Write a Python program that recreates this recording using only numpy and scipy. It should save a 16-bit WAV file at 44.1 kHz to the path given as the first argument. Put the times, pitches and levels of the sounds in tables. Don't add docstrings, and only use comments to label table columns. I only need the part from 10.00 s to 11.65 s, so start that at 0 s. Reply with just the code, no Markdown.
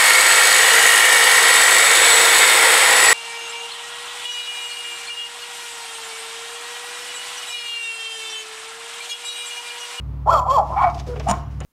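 import sys
import numpy as np
from scipy import signal
from scipy.fft import rfft, irfft, next_fast_len
from scipy.io import wavfile
from scipy.ndimage import map_coordinates

SR = 44100
rng = np.random.default_rng(int(sys.argv[2]) if len(sys.argv) > 2 else 0)


def materialize(psi):
    bounded = np.clip(np.atleast_2d(psi).T, -1, 1)
    quanta = np.round(bounded * 32767).astype(np.int16)
    wavfile.write(sys.argv[1], SR, quanta)


N = 72765

# (time [s], level [dB])
HUM_LEVEL = [(0, -29), (.27, -28), (.55, -32.5), (.85, -30.5), (1.05, -31), (1.28, -27), (1.45, -30.5),
             (1.65, -29.5)]
# (frequency at mid-scene [Hz], level [dB])
HUM_LINES = [(63.9, -2), (102, -9), (127.5, -17), (140.3, -7), (204, -26), (280, -26)]
# (frequency [Hz], level [dB])
AIR_TONE = [(20, -35), (45, 4), (90, 14), (160, 5.5), (230, 0), (400, -10), (700, -14.5), (1100, -13),
            (1600, -23), (4000, -34), (8000, -44.5), (15500, -42.5)]

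# (time [s], pitch [Hz], level [dB])
BARK_1 = [(0.266, 379.5, -25), (0.274, 400, -17), (0.292, 495, -9.5), (0.302, 570, -11), (0.311, 650, -16),
          (0.317, 675, -6), (0.326, 686, -7), (0.336, 658, -7), (0.358, 597, -11.5), (0.378, 545, -15),
          (0.402, 505, -16), (0.414, 506, -21), (0.43, 482, -24)]
BARK_2 = [(0.464, 400, -23), (0.482, 500, -21), (0.49, 535, -18), (0.5, 510, -16.5), (0.512, 535, -14.5),
          (0.543, 583, -16.5), (0.562, 543, -14), (0.573, 490, -15), (0.581, 435, -11.5), (0.597, 398, -11),
          (0.612, 360, -21), (0.625, 310, -30)]
GRUMBLE = [(.68, 354, -48), (.705, 449.6, -28.5), (.73, 518, -26.5), (.75, 515, -27.5)]
BARK_3 = [(0.768, 387.6, -21), (0.782, 407, -13), (0.798, 504.3, -20.5), (0.816, 559.4, -19.5),
          (0.82, 570.2, -15), (0.83, 539.4, -18.5), (0.836, 514.6, -17.5), (0.85, 377.3, -10.5),
          (0.86, 362.7, -22), (0.87, 355.3, -15.5), (0.893, 324.5, -23.5)]
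WHINE = [(1.072, 505, -41), (1.095, 490, -27.5), (1.113, 485, -32.5), (1.14, 482, -28.5), (1.165, 435, -34),
         (1.2, 410, -43)]
BARK_4 = [(1.264, 311.6, -35.5), (1.273, 375.8, -23), (1.283, 446.5, -22.5), (1.297, 469.8, -21),
          (1.315, 538, -23.5), (1.34, 527.4, -26)]
# (frequency [Hz], level [dB])
YAP = [(300, -20), (430, -15), (580, 4), (800, 0), (1050, -1), (1350, -7), (1480, -24.5), (2200, -38),
       (4000, -65)]
WOOF = [(300, -19.5), (540, -38), (690, 2), (900, -1.5), (1200, 4.5), (1350, -3), (1520, -13),
        (1850, -15.5), (2290, -14), (2600, -26), (3400, -29.5), (7000, -52)]
WHIMPER = [(280, -25), (410, 3), (480, 4), (600, -6), (920, -22), (1450, -13), (2000, -32), (9000, -65)]
SOFT_WOOF = [(300, -9), (540, -14.5), (700, 6), (900, -3), (1200, 0.5), (1520, -11), (2600, -20),
             (7000, -45)]
# (call table, throat colour, fundamental [dB], rasp [dB])
CALLS = [(BARK_1, YAP, -19, -6.5), (BARK_2, YAP, -8.5, -5), (GRUMBLE, YAP, -35.5, -1.1),
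         (BARK_3, WOOF, -51, -2.4), (WHINE, WHIMPER, 0, 2.5), (BARK_4, SOFT_WOOF, -23, 0)]
# (time [s], roughness [0 clear to 1 hoarse])
ROUGHNESS = [(.27, .55), (.29, .28), (.32, .1), (.337, .42), (.41, .4), (.47, .22), (.555, .06), (.58, .2),
             (.62, .25), (.68, .55), (.75, .55), (.78, .15), (.815, .65), (.84, .55), (.855, .12),
             (.91, .3), (1.09, .06), (1.2, .14), (1.27, .12), (1.3, .5)]
# (time [s], level [dB])
SQUEAK_LEVEL = [(.265, -63.5), (.297, -40.5), (.335, -36.5), (.395, -40.5), (.415, -69.5), (.48, -54.5),
                (.51, -39), (.565, -40), (.59, -41), (.607, -65), (.78, -65.5), (.835, -46.5), (.86, -68)]
# (frequency [Hz], level [dB])
SQUEAK_TONE = [(1060, -32), (1800, 0.5), (2060, -14.5), (2380, 0.5), (2850, -10), (3230, -5.5),
               (3670, -7.5), (4470, -9), (5860, -8), (7270, -12.5), (10300, -19.5), (14000, -14.5),
               (15500, -25.5)]
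# (frequency [Hz], width [Hz], gain [dB])
SLOT_RESONANCES = [(3270, 130, 6), (4450, 260, 1), (5350, 170, 1), (7200, 400, 4)]
# (time [s], level [dB], rise [s], t60 [s])
CHEST_PUFF = (.26, -27, .003, .07)
# (frequency [Hz], level [dB])
CHEST_TONE = [(280, -30), (400, 24.5), (750, -18), (1200, -33), (1600, -41), (4000, -65)]
# (frequency [Hz], width [Hz], gain [dB])
HALL_RESONANCE = (2295, 47, 14)
# (frequency [Hz], t60 [s])
HALL_DECAY = [(200, 0.34), (1100, 0.44), (2300, 0.12), (8000, 0.28)]

# (time [s], level [dB])
SLIDE_LEVEL = [(0, -91), (.55, -64), (.68, -46), (.9, -45), (1.1, -53), (1.38, -43), (1.46, -63.5),
               (1.65, -54.5)]
# (time [s], level [dB], rise [s], t60 [s])
STROKES = [(0.948, -42, 0.0028, 0.15), (.975, -55, 0.0032, 0.17), (1.062, -28, 0.026, 0.18),
           (1.156, -46, .002, 0.094), (1.228, -35, 0.021, 0.17), (1.32, -62, 0.011, 0.43),
           (1.504, -49.5, 0.0043, 0.2), (1.631, -42, 0.0078, 0.24)]
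# (frequency [Hz], level [dB])
PAPER_TONE = [(300, 10.5), (1500, -4), (2800, -6), (4000, -10), (5500, -8), (7500, -16), (10000, -19.5),
              (15000, -29.5)]
# (time [s], level [dB])
TICKS = [(.899, -43.5), (.945, -38), (.974, -49), (0.9792, -44), (0.9902, -41), (0.997, -33), (1.1967, -35)]
# (frequency [Hz], level [dB])
TICK_TONE = [(500, -8), (1500, -6), (2800, 0), (5800, 0), (7500, -12), (11000, -22), (15000, -32)]
# (time [s], level [dB])
BUMPS = [(0.998, -38), (1.159, -32), (1.197, -27), (1.608, -30)]
# (frequency [Hz], level [dB])
BUMP_TONE = [(80, -5), (280, -1.5), (650, 2), (1500, -10.5), (3000, -12), (8000, -65)]

# (time [s], level [dB], door thud [dB])
FLAP_CONTACTS = [(1.278, -30, -43), (1.286, -14.5, -23), (1.2898, -20, -40), (1.2956, -13, -30),
                 (1.299, -22, -40), (1.3018, -12, -23), (1.3072, -19, -25), (1.3113, -6.5, -28),
                 (1.6036, -24.5, -46)]
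# (frequency [Hz], level [dB])
FLAP_MODES = [(2860, -7.5), (5200, -9.5), (5920, -7), (6950, 0), (8700, -9.5)]
# (frequency [Hz], level [dB])
CRACK_TONE = [(300, -0.5), (1200, 3.5), (2800, -3), (4500, -9.5), (6000, -8.5), (7100, -2.5), (7800, -11),
              (8700, -2), (9700, -8), (10500, -20.5), (15500, -27)]
# (frequency [Hz], level [dB], t60 [s])
PANEL_MODES = [(137, -6, .09), (203, 0, .12), (240, -8, .07), (480, -10, .05), (703, -1, .11),
               (1060, -8, .12)]
# (frequency [Hz], t60 [s])
PORCH_DECAY = [(200, 0.47), (2000, 0.97), (10000, 0.13)]

HUM_DRIFT_PER_S, HUM_WAVER_DB, AIR_DB = 0.0276, 0.8, -39
JITTER, JITTER_HZ, WANDER, WANDER_HZ = 0.04, 201.65, 0.06, 90
FLUTTER_HZ, CALL_EDGE_S = 196.8, 0.012
OPEN_HZ, OPEN_DB_PER_OCT = 563, 15
THIRD_HARMONIC_DB, SUBHARMONIC_DB = -24, -5
SQUEAK_HISS_SHARE, SQUEAK_SCATTER, FLICKER_DB, FLICKER_HZ = 0.4, 0.27, 2.5, 130
GRAIN_DB, GRAIN_HZ = 0.5, 487
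RING_DB, RING_SCATTER, CRACK_DB = -10.5, 0.017, -9
VOICE_HALL_DB, SQUEAK_HALL_DB, PORCH_DB = -8.5, -7.5, -17.5
TOP_HZ = 15750


def amp(db):
    return 10 ** (np.asarray(db) / 20)


def unit(x):
    return x / np.sqrt(np.mean(x ** 2) + 1e-20)


def along(points, hz):
    freqs, values = np.transpose(points)
    return np.interp(np.log(hz + 1), np.log(freqs + 1), values)


def clock():
    return np.arange(N) / SR


def curves(rows):
    times, *columns = np.transpose(rows)
    return [np.interp(clock(), times, column) for column in columns]


def wobble(hz):
    return map_coordinates(rng.standard_normal(N // 8), [clock() * hz], mode="wrap")


def filtered(x, response):
    size = next_fast_len(N + SR // 2)
    return irfft(rfft(x, size) * response(np.fft.rfftfreq(size, 1 / SR)), size)[:N]


def coloured(x, spectrum):
    return filtered(x, lambda hz: amp(along(spectrum, hz)))


def resonant(x, peaks):
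    def response(hz):
        return 1 + sum(2j * amp(db) * hz * width / (centre ** 2 - hz ** 2 + 1j * hz * width)
                       for centre, width, db in peaks)
    return filtered(x, response)


def noise(spectrum):
    return unit(coloured(rng.standard_normal(N), spectrum))


def burst(start, rise, t60):
    age = np.maximum(clock() - start, 0)
    return (1 - np.exp(-age / rise)) * np.exp(-np.log(1000) * age / t60)


def ring(start, hz, t60):
    return burst(start, 0.00033, t60) * np.sin(2 * np.pi * hz * (clock() - start))


def echo(x, decay):
    hz, t, bands = signal.stft(rng.standard_normal(SR // 2), SR, nperseg=256)
    fade = np.exp(-np.log(1000) * t / along(decay, hz)[:, None])
    _, tail = signal.istft(bands * fade, SR, nperseg=256)
    return signal.fftconvolve(x, tail / np.linalg.norm(tail))[:N]


def street():
    level_db, = curves(HUM_LEVEL)
    speed = 1 + HUM_DRIFT_PER_S * (clock() - clock().mean())
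    turn = 2 * np.pi * np.cumsum(speed) / SR
    hum = sum(amp(db + HUM_WAVER_DB * wobble(hz=6.15)) * np.sin(hz * turn + rng.uniform(0, 2 * np.pi))
              for hz, db in HUM_LINES)
    return np.sqrt(2) * amp(level_db) * hum + amp(AIR_DB) * noise(AIR_TONE)


def voice_partial(order, phase, rough):
    wave = np.sqrt(2) * np.sin(order * phase + rng.uniform(0, 2 * np.pi))
    return wave * (1 + rough * wobble(FLUTTER_HZ))


def throat_tone(pitch, phase, rough, fundamental_db):
    opening_db = OPEN_DB_PER_OCT * np.minimum(np.log2(pitch / OPEN_HZ), 0)
    tone = voice_partial(2, phase, rough)
    tone += amp(fundamental_db + opening_db) * voice_partial(1, phase, rough)
    tone += amp(THIRD_HARMONIC_DB) * voice_partial(3, phase, rough)
    half_orders = voice_partial(1.5, phase, rough) + voice_partial(2.5, phase, rough)
    return tone + amp(SUBHARMONIC_DB) * rough * half_orders


def slot_squeak(pitch, rough, breath):
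    phase = 2 * np.pi * np.cumsum(pitch) / SR + SQUEAK_SCATTER * np.sqrt(rough) * wobble(FLUTTER_HZ)
    buzz = unit(sum(voice_partial(order, phase, rough) for order in range(3, 27)))
    source = np.sqrt(1 - SQUEAK_HISS_SHARE) * buzz + np.sqrt(SQUEAK_HISS_SHARE) * breath
    leak = resonant(coloured(source, SQUEAK_TONE), SLOT_RESONANCES)
    return unit(leak * amp(FLICKER_DB * wobble(FLICKER_HZ)))


def dog_call(contour, throat, fundamental_db, rasp_db):
    pitch, level_db = curves(contour)
    rough, = curves(ROUGHNESS)
    squeak_db, = curves(SQUEAK_LEVEL)
    fade_in = np.clip((clock() - contour[0][0]) / CALL_EDGE_S + 1, 0, 1)
    fade_out = np.clip((contour[-1][0] - clock()) / CALL_EDGE_S + 1, 0, 1)
    gate = fade_in * fade_out
    waver = JITTER * wobble(JITTER_HZ) + WANDER * wobble(WANDER_HZ)
    phase = 2 * np.pi * np.cumsum(pitch * (1 + rough * waver)) / SR
    tone = coloured(throat_tone(pitch, phase, rough, fundamental_db), throat)
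    breath = unit((1 + np.cos(phase)) * rng.standard_normal(N))
    rasp = amp(rasp_db) * unit(coloured(breath, throat))
    voice = np.sqrt(1 - rough) * tone + np.sqrt(rough) * rasp
    return gate * amp(level_db) * voice, gate * amp(squeak_db) * slot_squeak(pitch, rough, breath)


def dog():
    voice, squeak = np.sum([dog_call(*row) for row in CALLS], axis=0)
    start, db, rise, t60 = CHEST_PUFF
    voice += amp(db) * burst(start, rise, t60) * noise(CHEST_TONE)
    voice_tail = amp(VOICE_HALL_DB) * echo(resonant(voice, [HALL_RESONANCE]), HALL_DECAY)
    squeak_tail = amp(SQUEAK_HALL_DB) * echo(squeak, HALL_DECAY)
    return voice + voice_tail + squeak + squeak_tail


def paper():
    slide_db, = curves(SLIDE_LEVEL)
    strokes = sum(amp(db) * burst(start, rise, t60) for start, db, rise, t60 in STROKES)
    ticks = sum(amp(db) * burst(start, rise=0.0003, t60=0.045) for start, db in TICKS)
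    bumps = sum(amp(db) * burst(start, rise=0.0016, t60=0.11) for start, db in BUMPS)
    scrape = unit(noise(PAPER_TONE) * amp(GRAIN_DB * wobble(GRAIN_HZ)))
    return (amp(slide_db) + strokes) * scrape + ticks * noise(TICK_TONE) + bumps * noise(BUMP_TONE)


def flap():
    out = np.zeros(N)
    for start, db, thud_db in FLAP_CONTACTS:
        metal = np.zeros(N)
        for hz, mode_db in FLAP_MODES:
            gain = amp(mode_db + rng.normal(0, 0.74))
            detune = 1 + RING_SCATTER * rng.standard_normal()
            metal += gain * ring(start, hz * detune, t60=0.022)
        crack = burst(start, rise=0.00055, t60=0.024) * noise(CRACK_TONE)
        thud = sum(amp(mode_db) * ring(start, hz, t60) for hz, mode_db, t60 in PANEL_MODES)
        out += amp(db) * (amp(RING_DB) * metal + amp(CRACK_DB) * crack) + amp(thud_db) * thud
    return out


def scene():
    near = flap() + paper()
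    return (dog() + near + amp(PORCH_DB) * echo(near, PORCH_DECAY) + street())[None]


def record(dry):
    return filtered(dry[0], lambda hz: hz < TOP_HZ)[None]


dry = scene()
out = record(dry)
materialize(out)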